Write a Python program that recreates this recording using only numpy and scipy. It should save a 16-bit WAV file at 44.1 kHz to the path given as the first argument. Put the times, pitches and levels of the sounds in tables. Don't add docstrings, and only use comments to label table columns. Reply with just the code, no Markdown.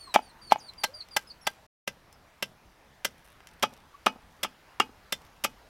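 import sys
import numpy as np
from scipy import signal
from scipy.fft import rfft, irfft
from scipy.io import wavfile
from scipy.ndimage import uniform_filter1d

SR = 44100
rng = np.random.default_rng(int(sys.argv[2]) if len(sys.argv) > 2 else 0)


def transcribe(u):
    v = np.clip(np.atleast_2d(u).T, -1, 1)
    q = np.round(v * 32767).astype(np.int16)
    wavfile.write(sys.argv[1], SR, q)


N = 250929
SILENCE_START_S, SILENCE_END_S = 1.665, 1.871
TAPS = 8192
HZ = np.fft.rfftfreq(TAPS, 1 / SR)

# start in seconds,
# level in dB, length in seconds, brightness in dB per octave, pitch of the freed splinter in Hz.
CUTS = [(0.1401, -28.5, 0.0067, 1, 2370), (0.1454, -26, 0.013, -1.6, 2420), (0.508, -37, 0.014, -2.5, 2280),
        (0.5217, -32, 0.0068, 0.9, 4370), (0.8355, -24, 0.013, 0.4, 4340), (1.164, -22.5, 0.01, 0.5, 1626),
        (1.4679, -24.5, 0.0097, -0.5, 3413), (1.8753, -31, 0.0058, -0.2, 2610),
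        (2.4245, -29, 0.0065, 0.45, 2773), (3.0467, -26.5, 0.0083, 1.6, 1520),
        (3.6251, -25.5, 0.01, 0.4, 3320), (4.0611, -28.5, 0.006, -0.3, 2580),
        (4.4308, -28.5, 0.0095, 1.8, 3380), (4.7992, -28, 0.0031, -0.5, 3310),
        (5.123, -28, 0.0072, 1.5, 3560), (5.438, -26.5, 0.013, 3, 2580)]
# frequency in Hz, width in Hz, height in dB.
POLE = [(940, 35, 11), (1267, 47, 14.5), (1590, 27, 18), (2014, 60, 13.5), (2424, 120, 3.5),
        (2700, 130, 4.5), (3080, 80, 6.5), (3530, 82, 4.5), (4700, 80, 3.5), (5256, 88, 10),
        (5760, 130, 8.5), (7630, 120, 1), (9300, 30, 3)]
# frequency in Hz, relative level in dB per Hz.
FIBRE = [(40, -26.5), (110, -7), (200, -6.5), (350, -7.5), (600, -0.5), (1500, -4), (3000, 2), (4200, -3.5),
         (6000, -5), (9000, -8), (13000, -9.5), (16000, -19)]


def amp(db):
    return 10 ** (np.asarray(db) / 20)


def evened(x):
    return x / np.sqrt(np.mean(x ** 2) + 1e-20)


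def read(points, hz):
    table_hz, value = np.transpose(points)
    return np.interp(np.log(hz + 1), np.log(table_hz), value)


def add(mix, s, sound):
    start = round(s * SR)
    sound = sound[max(-start, 0):]
    part = mix[max(start, 0):][:len(sound)]
    part += sound[:len(part)]


def at_level(x, db):
    return amp(db) * x / np.sqrt(np.sum(x ** 2) / (SR / 50))


def from_here(s, near, far):
    return far if s > SILENCE_START_S else near


def air(patch_db=1.6, level_db=-66.5):
    # frequency in Hz, relative level in dB per Hz.
    air_colour = [(25, -10), (55, 1.5), (85, -7), (150, -9), (380, -14), (900, -10), (1300, -13),
                  (2000, -16.5), (3200, -21.5), (5500, -26), (8000, -33), (12000, -32.5), (16000, -37)]
    # time in seconds, level in dB on top of level_db.
    swell = [(0, 9.5), (1.602, 8.5), (1.9, 6.5), (5.6, 9.5)]
    hz, t, z = signal.stft(rng.standard_normal(N), SR, nperseg=2048, noverlap=1536)
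    patches = uniform_filter1d(rng.standard_normal(z.shape), size=20, axis=0)
    patches = evened(uniform_filter1d(patches, size=8, axis=1))
    gain = amp(read(air_colour, hz)[:, None] + patch_db * patches)
    rush = signal.istft(z * gain, SR, nperseg=2048, noverlap=1536)[1][:N]
    return evened(rush) * amp(level_db + np.interp(np.arange(N) / SR, *np.transpose(swell)))


def whistle(hz, db, octave_db, flutter_db=3.5, edge_s=0.0059, waver=0.007):
    t = np.arange(len(hz)) / SR
    jitter = evened(uniform_filter1d(rng.standard_normal(TAPS * 2), size=60))[:len(t)]
    flutter = evened(uniform_filter1d(rng.standard_normal((2, TAPS * 2)), size=450))[:, :len(t)]
    wavering = 1 + waver * (0.5 + 2 * (t / t[-1]) ** 2) * jitter
    phase = 2 * np.pi * np.cumsum(hz * wavering) / SR
    ground = amp(db + flutter_db * flutter[0]) * np.sin(phase)
    overtones = np.sin(2 * phase) + amp(-18.5) * np.sin(3 * phase)
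    tone = ground + amp(octave_db + flutter_db * flutter[1]) * overtones
    edges = np.minimum(np.minimum(t, t[::-1]) / edge_s, 1)
    return np.sqrt(2) * tone * edges


def chick(glide_octave_db=-63, hook_octave_db=-71, fade_db=-12):
    # start in seconds, length of the glide in seconds, first pitch in Hz,
    # level of the glide in dB, level of the closing hook in dB.
    peeps = [(-.02, 0.13, 4634, -54, -57), (0.216, 0.074, 4780, -63, -59.5),
             (0.413, 0.084, 4760, -54.5, -47), (0.599, 0.081, 4840, -57, -43.5),
             (0.776, 0.067, 4820, -54, -46), (.937, 0.065, 4850, -49, -37.5),
             (1.108, .042, 4860, -53, -52.5), (1.268, .028, 5120, -58, -45.5),
             (1.411, 0.039, 5560, -58.5, -49)]
    sag_hz_per_s = 4400
    hook_s = 0.029
    dip_target_hz, dip_share = 3650, 0.49
    accent_db, accent_s = 2.5, 0.012
    out = np.zeros(N)
    for s, glide_s, first_hz, glide_db, hook_db in peeps:
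        t = np.arange(round((glide_s + hook_s) * SR)) / SR
        glide = np.minimum(t / glide_s, 1)
        hook = np.clip((t - glide_s) / hook_s, 0, 1)
        glide_hz = first_hz - sag_hz_per_s * glide_s * glide
        hz = glide_hz - dip_share * (glide_hz - dip_target_hz) * np.sin(np.pi * hook) ** 2
        db = np.interp(hook, [0, 0.2, 0.55, 1], [glide_db, hook_db, hook_db, hook_db + fade_db])
        db += accent_db * np.exp(-t / accent_s)
        octave_db = hook_octave_db + (glide_octave_db - hook_octave_db) * np.sin(np.pi * glide)
        add(out, s, whistle(hz, db, octave_db))
    return out


def birds(octave_db=-19, settle=2.0):
    # start in seconds, length in seconds,
    # first pitch in Hz, last pitch in Hz, level in dB.
    calls_afar = [(0.069, 0.045, 1175, 970, -54.5), (0.311, 0.085, 933, 898, -61.5),
                  (0.581, .055, 7400, 4690, -57.5), (0.873, 0.11, 470, 616, -57.5),
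                  (2.118, 0.037, 5190, 5220, -68), (3.938, 0.022, 1090, 1153, -56)]
    out = np.zeros(N)
    for s, length, first_hz, last_hz, db in calls_afar:
        left = np.linspace(1, 0, round(length * SR))
        hz = last_hz + (first_hz - last_hz) * left ** settle
        add(out, s, whistle(hz, db, db + octave_db))
    return out


def scatter(t60_scale):
    # frequency in Hz, t60 in seconds before t60_scale.
    band_decay = [(100, 0.54), (260, 0.27), (700, 0.075), (1800, .11), (5000, 0.14), (13000, 0.078)]
    hz, t, z = signal.stft(rng.standard_normal(SR // 2), SR, nperseg=128)
    t60 = t60_scale * read(band_decay, hz)[:, None]
    tail = signal.istft(z * amp(-60 * t / t60), SR, nperseg=128)[1]
    tail *= 1 - np.exp(-(np.arange(len(tail)) / SR / 0.0014) ** 2)
    return tail / np.linalg.norm(tail)


def fowl(scatter_db=-11):
    calls = chick() + birds()
    return calls + amp(scatter_db) * signal.fftconvolve(calls, scatter(0.71))[:N]


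def body(spectrum, resonances, tilt_db):
    peaks = 1 + sum(amp(db) ** 2 / (1 + (2 * (HZ - hz) / width) ** 2) for hz, width, db in resonances)
    slope = tilt_db * np.log2(np.maximum(HZ, 400) / 400)
    log_gain = np.log(amp(read(spectrum, HZ) + slope) * np.sqrt(peaks))
    circle = np.r_[log_gain, log_gain[-2:0:-1]]
    response = np.exp(np.conj(signal.hilbert(circle)))[:len(HZ)]
    return irfft(response)[:TAPS // 2]


def crunch(length, spread_db=3, snaps_per_s=9000):
    u = np.arange(TAPS // 4) / (length * SR)
    stroke = np.minimum(0.35 + 2 * u, 1) / (1 + u ** 8)
    sizes = amp(spread_db * np.minimum(rng.exponential(1, len(u)), 3)) * rng.choice([-1, 1], len(u))
    snaps = sizes * (rng.random(len(u)) < snaps_per_s / SR)
    rasp = 0.38 * rng.standard_normal(len(u))
    z = rfft(stroke * (snaps + rasp), TAPS)
    ripple = evened(np.sqrt(uniform_filter1d(abs(z) ** 2, size=9) + 1e-9))
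    evenness = read([(2000, 0.9), (5000, 0.3)], HZ)
    return irfft(z / ripple ** evenness)[:len(u)] / (1 + (u / 2) ** 4)


def cuts(splinter_width=85, splinter_db=14):
    # frequency in Hz, width in Hz, height in dB.
    held_near = [(620, 80, 7.5), (840, 100, 15.5), (4750, 200, 9)]
    held_far = [(158, 78, 9.7), (256, 100, 6), (540.5, 89, 14.4)]
    out = np.zeros(N)
    for s, db, length, tilt_db, splinter_hz in CUTS:
        splinter = (splinter_hz, splinter_width, splinter_db)
        rings = [*POLE, *from_here(s, held_near, held_far), splinter]
        add(out, s, at_level(signal.fftconvolve(crunch(length), body(FIBRE, rings, tilt_db)), db))
    return out


def splinters(below_db=-39, fade_db_per_s=230, tilt_db=2, snaps_per_s=700):
    out, t = np.zeros(N), np.arange(TAPS) / SR
    for s, db, *_ in CUTS:
        snaps = (rng.random(TAPS) < snaps_per_s / SR) * rng.standard_normal(TAPS)
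        snaps = snaps * amp(-fade_db_per_s * t)
        snap = at_level(body(FIBRE, [], tilt_db), db + below_db)
        add(out, s, signal.fftconvolve(snaps, snap))
    return out


def brightness(db, reference_db, reference_tilt_db, tilt_per_db):
    return reference_tilt_db + tilt_per_db * (db - reference_db)


def knocks(near_steel_db=-24, far_steel_db=-14.5, end_width=50, near_end_db=14, far_end_db=15.5):
    # start in seconds, level in dB, contact in seconds, pitch of the cut end in Hz.
    block_hits = [(0.1598, -15, 0.0012, 2290), (0.1884, -34.5, 0.0046, 1350), (0.521, -14, 0.001, 2213),
                  (0.5588, -33.5, 0.00099, 990), (3.633, -23, 0.007, 854), (4.065, -18.5, 0.0054, 2925),
                  (4.4446, -32.5, 0.0066, 2740), (4.801, -19.5, 0.0035, 2788), (5.447, -27.5, 0.0059, 2520)]
    # frequency in Hz, relative level in dB per Hz.
    thud = [(40, -20.5), (110, -12), (220, -3.5), (400, -3.5), (750, 4.5), (1200, -0.5), (1700, -6),
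            (3200, -4.5), (4000, -15), (5800, -16.5), (8000, -30), (16000, -45.5)]
    # frequency in Hz, width in Hz, height in dB.
    block = [(256, 61, 10), (471.3, 84, 1.5), (981, 100, 0), (1530, 77, 2.5), (1890, 150, 7.5),
             (2286, 72, 12), (3230, 89, 8)]
    ring_near = [(660, 90, 14), (858, 100, 22), (1290, 50, 10.5)]
    ring_far = [(541, 104, 8.8), (856, 130, 5.7), (1267, 75, 19.8)]
    # frequency in Hz, relative level in dB, t60 in seconds.
    steel_modes = [(873, -1.5, 0.14), (1720, -9.5, 0.074), (2230, -8.5, 0.088), (2514, -3.5, 0.12),
                   (2950, 2, 0.088), (3280, 0, 0.057), (4280, -15, .08), (4920, -12.5, 0.11),
                   (6050, -16, 0.11), (7005, -16.5, 0.037)]
    tilt_near, tilt_far = (-11.5, 1.2, 0.11), (-33.5, 1.4, 0.02)
    out, t = np.zeros(N), np.arange(TAPS) / SR
    for s, db, contact, end_hz in block_hits:
        cut_end = (end_hz, end_width, from_here(s, near_end_db, far_end_db))
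        rings = [*block, *from_here(s, ring_near, ring_far), cut_end]
        wood = body(thud, rings, brightness(db, *from_here(s, tilt_near, tilt_far)))
        add(out, s, at_level(signal.fftconvolve(crunch(contact), wood), db))
        steel = sum(amp(mode_db - 60 * t / t60) * np.sin(2 * np.pi * (hz * t + rng.random()))
                    for hz, mode_db, t60 in steel_modes)
        steel = steel * (1 - np.exp(-t / 0.0013))
        add(out, s, at_level(steel, db + from_here(s, near_steel_db, far_steel_db)))
    return out


def ticks(soft_hz=9000, length_s=0.0027):
    # start in seconds, level in dB before softening, brightness in dB per octave.
    small_ticks = [(0.735, -60, 4), (1.086, -60, 5.5), (2.127, -57, 8.5), (3.404, -57, -4), (3.471, -52, 3),
                   (3.488, -62, 4), (3.737, -58, 6.5)]
    out = np.zeros(N)
    for s, db, tilt_db in small_ticks:
        add(out, s, at_level(signal.fftconvolve(crunch(length_s), body(FIBRE, POLE, tilt_db)), db))
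    return signal.sosfilt(signal.butter(1, soft_hz, fs=SR, output="sos"), out)


def scuffs(grains_per_s=60):
    # start in seconds, length in seconds, level of a grain in dB before its random size.
    spells = [(3.181, .16, -70), (3.498, .1, -68.5), (3.715, .11, -69.5), (4.19, .18, -75.5),
              (5.217, .15, -70)]
    out = np.zeros(N)
    for s, length, db in spells:
        grains = (rng.random(SR // 4) < grains_per_s / SR) * amp(4 * rng.uniform(-1, 1, SR // 4))
        grain = at_level(signal.fftconvolve(crunch(0.0008), body(FIBRE, [], tilt_db=0.5)), db)
        add(out, s, signal.fftconvolve(grains[:round(length * SR)], grain))
    return out


def yard(x, near_db=-16, far_db=-8, trees_db=-31, wall_db=-18, wall_hz=330, wall_s=0.092):
    far = np.arange(N) > SILENCE_START_S * SR
    out = x + signal.fftconvolve(x * amp(np.where(far, far_db, near_db)), scatter(0.55))[:N]
    out += amp(trees_db) * signal.fftconvolve(x, scatter(2.4))[:N]
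    dull = signal.sosfilt(signal.butter(2, wall_hz, fs=SR, output="sos"), x * far)
    add(out, wall_s, amp(wall_db) * dull)
    return out


def scene():
    chopping = cuts() + splinters() + knocks() + ticks() + scuffs()
    return (yard(chopping) + fowl() + air())[None]


def record(dry, ceiling=0.92, edge_hz=16200):
    t = np.arange(N) / SR
    sounding = (t < SILENCE_START_S) | (t > SILENCE_END_S)
    live = uniform_filter1d(1.0 * sounding, size=200)
    low_pass = signal.firwin(255, edge_hz, window=("kaiser", 9), fs=SR)
    return signal.oaconvolve(np.clip(dry * live, -ceiling, ceiling), low_pass[None], "same")


dry = scene()
out = record(dry)
transcribe(out)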